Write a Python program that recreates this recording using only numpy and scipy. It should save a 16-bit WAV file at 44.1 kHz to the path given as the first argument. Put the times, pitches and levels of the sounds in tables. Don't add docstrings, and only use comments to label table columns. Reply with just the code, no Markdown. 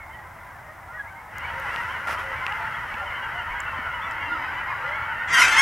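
import sys
import numpy as np
from scipy import signal
from scipy.fft import rfft, irfft, next_fast_len
from scipy.io import wavfile
from scipy.ndimage import uniform_filter1d

SR = 44100
rng = np.random.default_rng(int(sys.argv[2]) if len(sys.argv) > 2 else 0)


def transcribe(signal):
    frames = np.atleast_2d(signal).T
    limited = np.clip(frames, -1, 1)
    pcm = np.round(limited * 32767).astype(np.int16)
    wavfile.write(sys.argv[1], SR, pcm)


N = 247401
TIME = np.arange(N) / SR
CUTOFF_HZ = 15800
MARSH_S, MARSH_FADE_S = 1.28, .15
OVERHEAD_S, OVERHEAD_FADE_S = 5.27, .07


def from_db(db):
    return 10 ** (np.asarray(db) / 20)


def unit_rms(x):
    return x / np.sqrt(np.mean(x ** 2) + 1e-20)


def at_hz(points, hz):
    freqs, values = np.transpose(points)
    return np.interp(np.log(hz + 1e-3), np.log(freqs), values)


def envelope(rows):
    return from_db(np.interp(TIME, *np.transpose(rows)))


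def swells(rows, attack_s, release_s):
    gain = 0
    for start, hold, db in rows:
        rise = np.clip(1 + (TIME - start) / attack_s, 0, 1)
        decay = np.exp(-np.maximum(TIME - start - hold, 0) / release_s)
        gain = gain + from_db(db) * rise * decay
    return gain


def places():
    marsh = np.clip((TIME - MARSH_S) / MARSH_FADE_S, 0, 1)
    overhead = np.clip((TIME - OVERHEAD_S) / OVERHEAD_FADE_S, 0, 1)
    return np.sqrt(1 - marsh ** 2), marsh * np.sqrt(1 - overhead ** 2), overhead


def add(track, start_s, sound):
    at = int(start_s * SR)
    first, last = max(at, 0), min(at + len(sound), N)
    if last > first:
        track[first:last] += sound[first - at:last - at]


def noise():
    return rng.standard_normal((2, N))


def waver(length, rate_hz):
    steps = np.arange(length) * rate_hz / SR
    return np.interp(steps % 255, np.arange(256), rng.standard_normal(256))


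# frequency in Hz, correlation of left and right from 0 to 1.
COHERENCE = [(40, 1), (95, 0.99), (160, 0.9), (300, 0.43), (550, 0.8), (1200, 0.98), (12000, 0.79)]

def coloured(pair, spectrum):
    size = next_fast_len(N + 4096)
    hz = np.arange(size // 2 + 1) * SR / size
    alike = np.clip(at_hz(COHERENCE, hz), 0, 1)
    shaped = rfft(pair, size) * from_db(at_hz(spectrum, hz))
    mid, side = irfft(shaped * np.sqrt([1 + alike, 1 - alike]), size)[:, :N]
    return unit_rms(np.array([mid + side, mid - side]))


# frequency in Hz, relative spectral density in dB.
HISS_SPECTRUM = [(300, -25), (1000, 24.5), (3000, -35.5), (5000, 2), (10000, 3.5), (15000, 4)]

def hiss(level_db):
    return from_db(level_db) * coloured(noise(), HISS_SPECTRUM)


# frequency in Hz, relative spectral density in dB.
RUMBLE_SPECTRUM = [(12, -38), (20, -8.5), (86, 5), (116, 0.5), (203, -10), (304, -11.5), (370, -13.5),
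                   (450, -22), (580, -14), (990, -120)]
RUMBLE_LEVELS = (-50, -45.5, -45.5)

def rumble():
    gain = sum(from_db(db) * here for db, here in zip(RUMBLE_LEVELS, places()))
    return gain * coloured(noise(), RUMBLE_SPECTRUM)


# start in seconds, hold in seconds, level in dB.
DRONE_SWELLS = [(4.1, 0.44, -54.5), (4.3, 0.038, -53), (5.35, 0.28, -49.5)]
# frequency in Hz, relative spectral density in dB.
DRONE_SPECTRUM = [(150, -53), (240, -6), (310, 3), (370, -10), (600, -60)]

def drone():
    return swells(DRONE_SWELLS, attack_s=0.054, release_s=0.092) * coloured(noise(), DRONE_SPECTRUM)


# start in seconds, hold in seconds, level in dB.
TRILL_SWELLS = [(4.285, .2, -59), (4.68, 0.087, -61)]
# centre frequency in Hz, frequency deviation in Hz, relative level in dB.
TRILL_TONES = [(3850, 170, -1), (4970, 150, 0)]

def songbird(notes_per_s):
    tones = 0
    for hz, deviation, db in TRILL_TONES:
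        pitch = hz + deviation * waver(N, rate_hz=700)
        tones = tones + from_db(db) * np.sin(2 * np.pi * np.cumsum(pitch) / SR)
    pulsing = 1 + 0.35 * np.sin(2 * np.pi * notes_per_s * TIME)
    return swells(TRILL_SWELLS, attack_s=0.017, release_s=.06) * unit_rms(tones * pulsing)


# start in seconds, level in dB, ring frequency in Hz, time to decay by 60 dB in seconds.
SOFT_BUMPS = [(2.94, -37.5, 234, 0.077), (3.5, -33.5, 38, 0.27), (3.788, -27, 250, 0.039)]

def bumps():
    track, t = np.zeros(N), np.arange(SR // 3) / SR
    onset = 1 - np.exp(-t / 0.0022)
    for start, db, hz, t60 in SOFT_BUMPS:
        add(track, start, from_db(db - 60 * t / t60) * np.sin(2 * np.pi * hz * t) * onset)
    return track


# time in seconds, level in dB.
GRASS_LEVELS = [(1.3, -50), (1.76, -35.5), (1.98, -41), (2.8, -41.5), (3.15, -45), (3.8, -47), (5.2, -54)]
# start in seconds, hold in seconds, level in dB.
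GRASS_BRUSHES = [(2.078, 0.054, -29.5), (2.19, .02, -39)]
# frequency in Hz, relative spectral density in dB.
GRASS_SPECTRUM = [(150, -13.5), (500, -2.5), (1300, 7.5), (2200, 0), (3400, -12.5), (4200, -19.5),
                  (5500, -16.5), (7000, -24), (10500, -23), (12500, -24.5), (15000, -34)]

def grass(snaps_per_s, size_db):
    snaps = noise() * (rng.random(N) < snaps_per_s / SR)
    sizes = from_db(size_db * np.minimum(rng.exponential(1, N), 4))
    gain = envelope(GRASS_LEVELS) + swells(GRASS_BRUSHES, attack_s=0.011, release_s=0.017)
    return gain * coloured(snaps * sizes, GRASS_SPECTRUM)


# start in seconds, ring level in dB, ring frequency in Hz,
# time to decay by 60 dB in seconds, amplitude ratio of crack to ring.
TWIG_TICKS = [(1.3833, -39.5, 6570, 0.0071, 2.3), (1.5995, -36, 13000, 0.0059, 0.52),
              (1.7615, -16.5, 2840, 0.0048, .06), (2.4658, -12, 2620, 0.0066, 0.018),
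              (2.524, -24, 2800, 0.013, 0.045), (2.9418, -26.5, 2700, 0.016, 0.045),
              (3.604, -26, 7400, 0.0089, 0.17), (4.112, -33, 7500, 0.0028, 0.18),
              (4.12, -38.5, 5150, 0.0063, .15)]

def twigs():
    track, t = np.zeros(N), np.arange(SR // 3) / SR
    for start, db, hz, t60, crack in TWIG_TICKS:
        tick = np.sin(2 * np.pi * hz * t) + crack * rng.standard_normal(len(t))
        add(track, start, from_db(db - 60 * t / t60) * tick)
    return track


def open_air(x, t60, width=0.26):
    t = np.arange(SR // 2) / SR
    tail = rng.standard_normal((2, len(t))) * from_db(-60 * t / t60) * (1 - np.exp(-t / 0.019))
    tail = tail / np.sqrt(np.sum(tail ** 2, axis=1, keepdims=True))
    scattered = signal.fftconvolve(x[None], tail, axes=1)[:, :N]
    mid, side = signal.sosfilt(signal.butter(1, 4000, fs=SR, output="sos"), scattered)
    return np.array([mid + width * side, mid - width * side])


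def honk(seconds, contour_hz, amplitudes, jitter, scoop, swell=0):
    u = np.linspace(0, 1, max(int(seconds * SR), 64))
    start, middle, end = contour_hz
    pitch = start + (end - start) * u + (2 * middle - start - end) * 2 * u * (1 - u)
    slack = np.exp(-u * 20) + np.exp((u - 1) * 20)
    pitch = pitch * (1 - scoop * slack) * (1 + jitter * waver(len(u), rate_hz=380))
    phase = (2 * np.pi * (np.cumsum(pitch) / SR + rng.random())).astype(np.float32)
    pressure = np.abs(np.sin(np.pi * u)).astype(np.float32)
    opening = 1 - swell * (1 - pressure)
    tone = sum(amplitude * opening ** (k - 1) * np.sin(k * phase + k * k)
               for k, amplitude in enumerate(amplitudes, 1))
    shimmer = 1 + 0.41 * waver(len(u), rate_hz=159.8)
    return tone * np.sqrt(pressure) * shimmer


def chorus(start_s, end_s, spectrum, pitch_hz, jitter, spread_db, din_db, count, harmonics):
    calls = np.zeros(N)
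    times = start_s + (end_s - start_s) * (np.arange(count) + rng.random(count)) / count
    birds, throats = rng.normal(size=(count, 5)), rng.normal(size=(count, harmonics))
    for start, (register, length, glide, arch, nearness), throat in zip(times, birds, throats):
        pitch = pitch_hz * np.exp(.25 * register)
        droop = 0.05 * (1 + 0.635 * arch)
        contour = pitch * np.array([1 - droop - 0.0449 * glide, 1, 1 - droop + 0.046 * glide])
        amplitudes = from_db(spread_db * np.clip(nearness, -2, 1.5) + 4.0 * np.clip(throat, -2, 1.5))
        partials = np.arange(1, harmonics + 1) * pitch
        amplitudes = (amplitudes * np.minimum(partials / 900, 1) ** 2)[partials < CUTOFF_HZ]
        add(calls, start, honk(.08 * np.exp(0.3003 * length), contour, amplitudes, jitter, scoop=0.047))
    voices = coloured(np.array([calls, open_air(calls, t60=0.3)[0]]), spectrum)
    power = uniform_filter1d(np.mean(voices ** 2, axis=0), int(.12 * SR))
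    voices = voices / np.sqrt(np.abs(power) + 0.016)
    din = from_db(din_db)
    return (voices + din * coloured(noise(), spectrum)) / np.sqrt(1 + din ** 2)


# frequency in Hz, relative gain in dB.
FIELD_SPECTRUM = [(300, -14.5), (450, -14), (600, -3.5), (750, -1.5), (1000, 2), (1200, -7), (1450, -4),
                  (1700, -7), (2050, -3), (2300, -16), (2550, -46), (3100, -33), (4000, -30.5), (6000, -50)]
MARSH_SPECTRUM = [(300, -35), (430, -15), (560, -10), (730, -12.5), (930, 2), (1170, -7), (1400, 2.5),
                  (1680, -5), (1990, 0.5), (2400, -16.5), (3000, -14.5), (3500, -32.5), (5500, -36.5),
                  (8000, -43)]
OVERHEAD_SPECTRUM = [(300, -17.5), (560, -14.5), (750, -14.5), (1000, -1), (1200, -3), (1450, 0),
                     (2050, 0.5), (2500, -7), (3100, -10), (4100, -24.5), (6000, -19), (8000, -26),
                     (11000, -41), (15000, -52)]
# time in seconds, relative level in dB.
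MARSH_LEVELS = [(1.44, -32.5), (1.85, -31.5), (2.28, -32.5), (2.56, -29), (2.85, -33), (3.12, -31.5),
                (4.05, -30.7), (4.93, -29.5), (5.28, -30)]
OVERHEAD_LEVELS = [(5.32, -17), (5.33, -18.5), (5.412, -13), (5.526, -17), (5.6, -14)]

def flocks():
    field = chorus(-.1, 1.5, FIELD_SPECTRUM, pitch_hz=689.6, jitter=0.0091,
                   spread_db=7.5, din_db=0.5, count=150, harmonics=5)
    marsh = chorus(1.15, 5.45, MARSH_SPECTRUM, pitch_hz=720, jitter=.007,
                   spread_db=4, din_db=-3, count=520, harmonics=7)
    overhead = chorus(5.15, 5.62, OVERHEAD_SPECTRUM, pitch_hz=853, jitter=.012,
                      spread_db=6.5, din_db=-1, count=48, harmonics=16)
    in_field, in_marsh, under_birds = places()
    return (from_db(-43.5) * field * in_field
            + from_db(0.5) * marsh * envelope(MARSH_LEVELS) * in_marsh
            + from_db(-3.5) * overhead * envelope(OVERHEAD_LEVELS) * under_birds)


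def yelps(count, pitch_hz=885, length_s=0.0483, throat_hz=(1350, 3084), fall_db_per_octave=9):
    rows = []
    low, high = throat_hz
    first_s = MARSH_S + MARSH_FADE_S
    for k, (when, tuning, register, length, glide, distance) in enumerate(rng.random((count, 6))):
        start = first_s + (OVERHEAD_S - first_s) * (k + when) / count
        pitch = pitch_hz * 2 ** (register - .5)
        strongest = max(round((low + (high - low) * tuning) / pitch), 1)
        db = -31.5 - fall_db_per_octave * np.log2(strongest * pitch / low) - 4 * distance
        rows.append((start, length_s * 2 ** (length - .5), pitch, 0.089 * (4 * glide - 2), strongest, db))
    return rows


def single_birds(honks, overtones, plain_hz, jitter, gain_db, echo_db, pan_db, uneven_db):
    arch, strain_db_per_octave, field_loss_db = 0.023, 8, 10.5
    left, right = np.zeros((2, N))
    for start, length, pitch_hz, glide, strongest, db in honks:
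        k = np.arange(1, int(min(overtones[-1][0], CUTOFF_HZ) / pitch_hz) + 1)
        throat_db = at_hz(overtones, k * pitch_hz) + uneven_db * (2 * rng.random(size=64) - 1)[:len(k)]
        bright_db = strain_db_per_octave * np.log2(pitch_hz / plain_hz)
        bright_db -= field_loss_db * (start < MARSH_S)
        amplitudes = from_db(db + np.where(k == round(strongest), 0, bright_db + throat_db))
        contour = pitch_hz * np.array([1 - arch - glide / 2, 1, 1 - arch + glide / 2])
        note = honk(length, contour, amplitudes, jitter, scoop=0.021, swell=0.098)
        pan = from_db(pan_db * (2 * rng.random() - 1.5))
        add(left, start, note * pan)
        add(right, start, note / pan)
    echo = from_db(echo_db) * open_air((left + right) / 2, t60=0.48)
    return from_db(gain_db) * (np.array([left, right]) + echo)


# start in seconds, length in seconds, pitch in Hz,
# glide as a fraction of the pitch, number of the strongest harmonic, its relative level in dB.
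FAR_CALLS = [(0, 0.064, 718, -.08, 3, -38.5), (.09, 0.055, 700, 0.11, 3, -43),
             (.11, 0.067, 1020, -0.029, 3, -53), (.13, .08, 970, 0, 2, -39),
             (.44, 0.083, 810, -0.0048, 2, -45), (.865, 0.15, 730, .17, 2, -39),
             (.93, 0.059, 955, 0.043, 2, -31.5), (.975, .055, 834, -0.051, 2, -30.5),
             (1.06, 0.046, 724, 0.17, 3, -41), (1.09, 0.075, 766, -0.035, 2, -41.5),
             (1.15, 0.068, 720, .08, 3, -43.5), (1.43, 0.039, 1132, 0.092, 2, -32),
             (1.53, 0.092, 534, 0.062, 1, -40), (1.65, 0.067, 1002, 0, 2, -33),
             (1.76, .06, 948, -0.013, 2, -29), (2.13, 0.088, 616, 0.2, 2, -32.5),
             (2.21, .15, 539, -0.05, 1, -38), (2.35, 0.054, 1140, 0, 2, -35.5),
             (2.59, 0.067, 694, 0.028, 1, -37), (2.665, 0.036, 1410, -0.025, 2, -40),
             (2.73, 0.062, 674, -0.16, 2, -31), (2.91, 0.05, 760, 0, 3, -36),
             (2.97, .11, 572, .14, 1, -40.5), (3, 0.055, 782, -0.15, 1, -34.5),
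             (3.06, 0.055, 990, -0.13, 3, -39), (3.1, 0.032, 720, 0.079, 3, -30),
             (3.14, 0.068, 1023, -0.033, 3, -41), (3.21, 0.055, 958, -0.033, 3, -36.5),
             (3.33, 0.067, 704, 0.1, 1, -37), (3.36, 0.058, 956, -.03, 3, -35.5),
             (3.39, .06, 1527, -.05, 2, -44), (3.495, 0.042, 738, 0.075, 3, -31.5),
             (3.53, 0.088, 805, -0.03, 2, -33.5), (3.645, 0.079, 678, 0.0093, 4, -36),
             (3.85, 0.037, 682, -0.097, 2, -29.5), (3.93, 0.052, 980, .01, 3, -37),
             (4.19, 0.13, 696, -0.057, 4, -37.5), (4.205, 0.097, 1055, 0, 2, -32.5),
             (4.315, .055, 687, -0.15, 2, -25), (4.67, 0.064, 716, -0.0074, 3, -32),
             (4.83, .14, 577, 0.26, 1, -38.5), (4.85, 0.053, 1006, .02, 2, -28),
             (4.91, 0.072, 1085, 0.11, 2, -28), (5, 0.065, 1114, 0.068, 2, -32.5),
             (5.16, .11, 924, .04, 2, -28)]
NEAR_CALLS = [(5.322, 0.038, 941, -.03, 2, -15.5), (5.33, 0.071, 1585, -0.012, 1, -18),
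              (5.355, 0.094, 1001, 0.15, 2, -15.5), (5.38, 0.061, 725, 0.032, 3, -18),
              (5.383, 0.055, 1414, -.03, 1, -16), (5.41, 0.056, 1280, 0.017, 2, -18.5),
              (5.42, 0.051, 1180, 0.013, 2, -18.5), (5.43, 0.053, 788, -.04, 2, -20),
              (5.46, 0.07, 1580, -.05, 1, -26), (5.46, 0.051, 880, -0.012, 3, -24.5),
              (5.512, 0.055, 1053, .05, 2, -22.5), (5.55, .04, 680, -0.022, 2, -23),
              (5.56, 0.073, 1080, .07, 2, -13), (5.58, .06, 1116, 0.031, 2, -23)]
# frequency in Hz, base level against the strongest in dB.
FAR_HARMONICS = [(500, -8), (1000, -19.5), (2000, -14), (2600, -27), (3100, -12.5), (3600, -37),
                 (5800, -41), (9000, -54)]
NEAR_HARMONICS = [(600, -34), (1000, -8.5), (2000, -8), (3000, -7), (4400, -19), (5900, -12), (8000, -20.5),
                  (11000, -22.5), (15000, -38)]

def geese():
    far = single_birds(FAR_CALLS + yelps(count=24), FAR_HARMONICS, plain_hz=780, jitter=0.0033,
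                       gain_db=-1.5, echo_db=-11.0, pan_db=2.0, uneven_db=6.5)
    near = single_birds(NEAR_CALLS, NEAR_HARMONICS, plain_hz=1330, jitter=.013,
                        gain_db=-.5, echo_db=-25, pan_db=-0.5, uneven_db=4.5)
    lean_left = from_db([[.4], [-.4]])
    return (flocks() + far + near) * lean_left


def scene():
    return (geese() + rumble() + drone() + hiss(level_db=-57.5)
            + songbird(notes_per_s=50) + bumps() + twigs() + grass(snaps_per_s=11000, size_db=1.2))


def record(dry):
    return signal.sosfilt(signal.ellip(10, .1, 80, CUTOFF_HZ, fs=SR, output="sos"), dry)


dry = scene()
out = record(dry)
transcribe(out)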